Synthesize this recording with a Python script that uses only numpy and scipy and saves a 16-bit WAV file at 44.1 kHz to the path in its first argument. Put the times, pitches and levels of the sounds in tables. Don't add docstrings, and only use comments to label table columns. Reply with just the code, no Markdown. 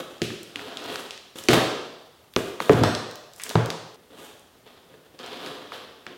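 import sys
import numpy as np
from scipy import signal
from scipy.fft import rfft, irfft
from scipy.io import wavfile
from scipy.ndimage import uniform_filter1d

SR = 44100
rng = np.random.default_rng(int(sys.argv[2]) if len(sys.argv) > 2 else 0)


def wav_out(sig):
    wavfile.write(sys.argv[1], SR, np.round(np.clip(np.atleast_2d(sig).T, -1, 1) * 32767).astype(np.int16))


def voltage_ratio(level):
    return 10 ** (np.asarray(level, float) / 20)


N = 272390

SCENE_CHANGES = [
    0,
    1.352,
    2.295,
    3.96,
    5.185,
    7,
]
# (frequency [Hz], density [dB per Hz])
BACKGROUND = [(15, 22), (45, 3), (137, 1.5), (800, -3.5), (1400, -9), (3340, -12), (7000, -17),
              (16000, -18.5)]
BACKGROUND_DB = -53
# (frequency [Hz], t60 [s])
ROOM_DECAY = [(60, 0.23), (120, 0.67), (260, 0.67), (700, 0.94), (1800, 0.81), (4800, 0.99), (12000, 0.52)]
# (delay [ms], level [dB])
WALL_ECHOES = [
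    (4.1, -9.5),
    (7.3, -12.5),
    (11.5, -9.5),
    (16.2, -17),
    (21, -16.5),
]

# (frequency [Hz], width [Hz], level [dB])
BOARD_LAYERS = [
    [(150, 110, -5), (248.3, 110, -3.5), (410, 220, 2.5)],
    [(740, 380, 2), (1100, 480, 5), (1700, 800, -1.5)],
    [(2547, 1000, -1.5), (3300, 1000, 3.5), (4520, 2000, -6)],
    [(6500, 4200, 11), (12000, 9000, 4.5)],
]
# (time [s], time to fade 20 dB [s], rasp [dB], weight on the box [dB], hiss [dB])
JERKS = [(0.001, .3, -42, 6, -7), (0.222, .2, -44, 3, 4), (0.56, .4, -37, -2, -10), (1.359, .3, -40, 3, -4),
         (1.495, .1, -21, 9, -6), (1.534, .02, -11, 2.5, -4), (1.54, .22, -27, 11, -20),
         (2.368, .25, -38, 9, -3), (2.6, .14, -28, .8, -6), (2.705, .2, -36, 15, -2),
         (2.836, .02, -18, 11, -14), (2.85, .2, -29, 6, -13), (3.558, .17, -35, 17, -20),
         (4.105, .3, -48, 7, -10), (4.66, .2, -46, .5, -13), (5.19, .12, -43, 1.5, -12),
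         (5.725, .35, -43, 3, -15), (6.075, .25, -45, 6, -24)]
# (peak time [s], time to swell 20 dB [s], rasp [dB], weight on the box [dB], hiss [dB])
SLIDES = [(0.88, .25, -34, 2.5, -13), (0.97, .12, -37, -3, -3), (1.39, .04, -41, -4, 7),
          (2.335, .03, -58, -5, 6), (2.8, .1, -33, 12, -15), (3.44, .1, -46, -2, 5),
          (3.505, .06, -32, .8, -5), (4.25, .16, -42, -1.5, -4), (4.56, .06, -56, 8, -14),
          (4.94, .1, -53, 8, -12), (5.06, .06, -55, 6, -10), (5.15, .03, -55, 8, -10),
          (5.33, .25, -36, -1.5, -16), (5.47, .25, -35, 2.5, -11), (5.66, .1, -45, 3, -16),
          (5.76, .07, -38, -4, -11), (0.69, .12, -38, 3, -14), (0.53, .12, -47, 3, -8),
          (3.99, .3, -58, 9, -12), (2.24, .15, -58, 5, -8)]
JERK_RISE_S, EASE_SHARE = .006, .8
RUSTLE_DB, RUSTLE_SHARE, HISS_DB = .8 - .5, .2, .8
STEP = 64

# (time [s], level [dB], centre [Hz])
TICKS = [(0.4313, -35, 9000), (0.8409, -31, 6000), (0.8596, -33, 6000), (1.0624, -37, 5000),
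         (1.3834, -35, 8000), (1.438, -28, 6520), (1.4544, -40, 8000), (2.3375, -33, 3190),
         (2.6385, -35, 7000), (3.112, -31, 6000), (3.1565, -30, 5500), (3.3353, -35.5, 5160),
         (3.3616, -40, 8000), (3.4184, -30, 6120), (3.4361, -19.5, 7000), (3.493, -20, 5990),
         (3.6596, -22, 5500), (3.945, -47, 9000), (4.395, -46, 9000), (5.2624, -33, 7000)]
TICK_ROOM_DB, TICK_AIR_DB, TICK_MS = -6, -2, 2.6
# (time [s], level [dB], centre [Hz], room share [dB])
CREASES = [(0.303, -26, 1470, -9), (0.594, -28, 1600, -4.5), (0.9568, -23, 1310, -8.5),
           (1.4917, -10, 1800, -12), (1.5054, -16, 1260, -9), (1.5321, -6, 1135, -3.5),
           (2.603, -13, 1240, -19), (2.365, -15, 1000, -5), (2.6952, -7, 1000, -2.5),
           (2.8365, -12, 1110, -4), (3.3983, -30, 2010, 1), (3.465, -29.5, 1510, -7),
           (3.5107, -26, 960, -8), (3.5549, -11, 800, -4), (4.9412, -45, 1180, -4.5),
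           (5.7203, -28, 1310, -3), (6.066, -27, 1700, -5)]
CREASE_AIR_DB, CREASE_MS = -22, 3.1
# (time [s], level [dB], centre [Hz], room share [dB])
TAPE = [(0.1818, -37, 2800, -3), (0.2183, -16, 2840, -3.5), (0.5584, -17, 2840, -7),
        (0.7714, -21.5, 3040, -3), (0.9575, -22, 3300, -6), (1.1079, -21.5, 3240, -2),
        (1.1772, -29, 2600, -13), (1.3584, -36, 3080, 4), (1.3865, -29, 3140, -7), (1.486, -3.5, 3080, -4),
        (2.3627, -6, 2600, -12), (2.733, -22, 3500, -5), (2.8362, -16, 4600, -1.5),
        (2.9503, -15, 3800, -5.5), (3.5016, -21, 3260, -4.5), (3.7031, -12.5, 3700, -8),
        (5.1906, -34, 3460, 0.5), (5.231, -45, 3760, -15), (5.3313, -33, 2560, 3), (5.462, -29, 3240, -5.5)]
TAPE_AIR_DB, TAPE_MS = -20, 2.5
# (frequency [Hz], level [dB], t60 [s])
TAPE_MODES = [
    (2600, -37, .03),
    (4050, -31, .05),
    (5300, -32, .025),
    (6500, -37, .025),
    (7900, -36, .025),
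]
TWANG_S = 2.8365

# (frequency [Hz], level [dB], t60 [s])
BOX_MODES = [(61.6, -21, .15), (118.3, 1.5, 0.27), (163.3, 1, .2), (236.7, -4, 0.14), (328.7, 0, 0.12),
             (363.7, 1, 0.12), (408, -3.5, 0.086), (474.5, -5.5, 0.086), (565, -3, 0.047),
             (710, -10, 0.064), (890, -30, .05), (1150, -27, 0.058), (1310, -28, .05)]
DEEP_HZ = 200
# (time [s], level [dB], deep modes [dB], pitch factor [-], room share [dB])
KNOCKS = [(0.217, -16, -8.5, 0.99, -4), (0.306, -32.5, -24, 0.93, -6), (0.557, -36.5, -10, 0.86, -2),
          (1.356, -33.5, -23, 0.98, -1), (1.4875, -7, -9, 1.03, -7), (1.531, -7, -4.5, 1.01, -5),
          (1.573, -8.5, -24, 1.12, -8.5), (2.364, -9.5, -19, 1.09, -6), (2.603, -33, -26, 0.89, -12),
          (2.696, -1, -11, 1.22, -14), (2.729, -13, -2, 1.01, 0.5), (2.814, -8, -4, 0.89, -8),
          (2.836, -14, -6, 1.01, -4), (3.554, -5, 2.5, 0.99, -10), (4.669, -48, -7, 1.2, -11),
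          (4.895, -54, -9, 1.1, -2), (5.716, -46, -28, 0.93, -2), (6.067, -38.5, -19, 0.95, -3)]
CONTACT_MS, HARDER_MS_PER_DB = 1.3, .008

RUMBLE_CUT_HZ, EDGE_HZ = 65, 16300


def evened(x):
    return x / np.sqrt(np.mean(x ** 2) + 1e-20)


def peaked(x):
    return x / np.max(abs(x))


def read(points, hz):
    f, value = np.transpose(points)
    return np.interp(np.log(hz + 1), np.log(f + 1), value)


def add(mix, s, sound):
    part = mix[:, round(s * SR):][:, :sound.shape[1]]
    part += sound[:, :part.shape[1]]


def resonate(x, hz, width):
    b, a = signal.iirpeak(min(hz, .45 * SR), hz / min(width, SR / 3), SR)
    return signal.lfilter(b, a, x)


def background():
    hz = np.fft.rfftfreq(N, 1 / SR)
    spectrum = rfft(rng.standard_normal(N)) * voltage_ratio(read(BACKGROUND, hz))
    return voltage_ratio(BACKGROUND_DB) * evened(irfft(spectrum, N))


def room_tail():
    length, spacing = SR + SR // 4, 16
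    taps = np.zeros(length)
    slots = np.arange(0, length - 20, spacing)
    at = slots + rng.integers(0, spacing, len(slots))
    taps[at] = rng.choice([-1., 1.], len(at))
    taps *= np.clip((np.arange(length) / SR - .006) / 0.017, 0, 1)
    hz, t, z = signal.stft(taps, SR, nperseg=512)
    decay = voltage_ratio(-60 * t / read(ROOM_DECAY, hz)[:, None])
    tail = signal.istft(z * decay, SR, nperseg=512)[1]
    tail /= np.linalg.norm(tail)
    for ms, db in WALL_ECHOES:
        tail[round(ms * SR / 1000)] += voltage_ratio(db)
    return tail


def board(grit):
    layers, sign = [], 1
    for modes in BOARD_LAYERS:
        layer = 0
        for hz, width, db in modes:
            layer = layer + sign * voltage_ratio(db) * resonate(resonate(grit, hz, width), hz, 2 * width)
            sign = -sign
        layers.append(evened(layer))
    return layers


def pressure(s, rise_s, fall_s, curve):
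    t = np.arange(0, N, STEP) / SR
    away = np.where(t < s, (s - t) / rise_s, (t - s) / fall_s)
    same_scene = np.searchsorted(SCENE_CHANGES, t, "right") == np.searchsorted(SCENE_CHANGES, s, "right")
    return voltage_ratio(-20 * away ** curve) * same_scene


def rubbing():
    click_db = 3.5 * np.minimum(rng.exponential(1, N), 3.9)
    clicking = rng.random(N) < 6000 / SR
    grit = rng.standard_normal(N) * voltage_ratio(click_db) * clicking
    wander = uniform_filter1d(uniform_filter1d(rng.standard_normal(N), 600), 600)
    flutter = voltage_ratio(2.85 * evened(wander))
    strokes = [(pressure(s, JERK_RISE_S, fade_s, 1.05), *levels) for s, fade_s, *levels in JERKS]
    strokes += [(pressure(s, swell_s, EASE_SHARE * swell_s, 1.5), *levels) for s, swell_s, *levels in SLIDES]
    power = 0
    for shape, rasp_db, weight_db, hiss_db in strokes:
        rustle_db = RUSTLE_DB + RUSTLE_SHARE * weight_db
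        layer_db = rasp_db + np.array([weight_db, rustle_db, 0, HISS_DB + hiss_db])
        power = power + (voltage_ratio(layer_db)[:, None] * shape) ** 2
    rub = 0
    for layer_power, layer in zip(power, board(grit)):
        envelope = np.interp(np.arange(N), np.arange(0, N, STEP), np.sqrt(layer_power))
        rub = rub + envelope * layer
    return voltage_ratio(-9.6) * rub * flutter * np.array([[1], [voltage_ratio(-2.0)]])


def snap(db, hz, room_db, air_db, length_ms, noise):
    t = np.arange(len(noise)) / SR
    burst = noise * abs(noise) ** .8 * voltage_ratio(-22 * t / (length_ms / 1000))
    impulse = np.linalg.norm(burst) * (t == 0)
    high_pass = signal.butter(2, 7500, "high", fs=SR)

    def radiate(drive):
        panel = resonate(resonate(drive, hz, 0.66 * hz), hz, 2.87 * hz)
        return panel, signal.lfilter(*high_pass, drive)

    panel, air = radiate(burst)
    wide_panel, wide_air = radiate(impulse)
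    panel_gain = 1 / np.max(abs(panel))
    air_gain = voltage_ratio(air_db) / np.max(abs(air))
    direct = panel_gain * panel + air_gain * air
    to_room = voltage_ratio(room_db) * (panel_gain * wide_panel + air_gain * wide_air)
    return voltage_ratio(db + 4.0) * np.array([direct, to_room])


def twang():
    t = np.arange(SR // 10) / SR
    ring = sum(voltage_ratio(db - 60 * t / t60) * np.sin(2 * np.pi * hz * t) for hz, db, t60 in TAPE_MODES)
    return ring * np.array([[1], [voltage_ratio(4.0)]])


def knock(db, deep_db, pitch, room_db, turns):
    t = np.arange(SR // 3) / SR
    ring = 0
    for (hz, level, t60), turn in zip(BOX_MODES, turns):
        decay = voltage_ratio(level + deep_db * (hz < DEEP_HZ) - 60 * t / t60)
        ring = ring + decay * np.sin(2 * np.pi * (hz * pitch * t + 0.29 * turn))
    contact_ms = CONTACT_MS - HARDER_MS_PER_DB * db
    push = np.hanning(max(round(contact_ms * SR / 1000), 3) + 2)
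    return voltage_ratio(db + 1.5) * peaked(np.convolve(ring, push)) * np.array([[1], [voltage_ratio(room_db)]])


def scene():
    box = rubbing()
    snaps = [(*row, CREASE_AIR_DB, CREASE_MS) for row in CREASES]
    snaps += [(*row, TAPE_AIR_DB, TAPE_MS) for row in TAPE]
    snaps += [(*row, TICK_ROOM_DB, TICK_AIR_DB, TICK_MS) for row in TICKS]
    for s, *settings in snaps:
        add(box, s, snap(*settings, rng.standard_normal(1500)))
    add(box, TWANG_S, twang())
    for s, *settings in KNOCKS:
        add(box, s, knock(*settings, rng.uniform(-1.01, 1, len(BOX_MODES))))
    out = box[0] + background()
    t = np.arange(N) / SR
    for start, end in zip(SCENE_CHANGES, SCENE_CHANGES[1:]):
        now = (t >= start) & (t < end)
        out[now] += signal.fftconvolve(box[1][now], room_tail())[:now.sum()]
    return out[None]


def microphone_bass(x):
    return signal.sosfilt(signal.butter(3, RUMBLE_CUT_HZ, "high", fs=SR, output="sos"), x)


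def top_cut(x):
    return signal.sosfilt(signal.butter(12, 17000, fs=SR, output="sos"), x)


def record(dry):
    soft = 0.92 * np.tanh(dry / .95)
    treble_edge = signal.firwin(255, EDGE_HZ, fs=SR)[None]
    limited = signal.oaconvolve(microphone_bass(soft), treble_edge, "same")
    return top_cut(limited)


dry = scene()
out = record(dry)
wav_out(out)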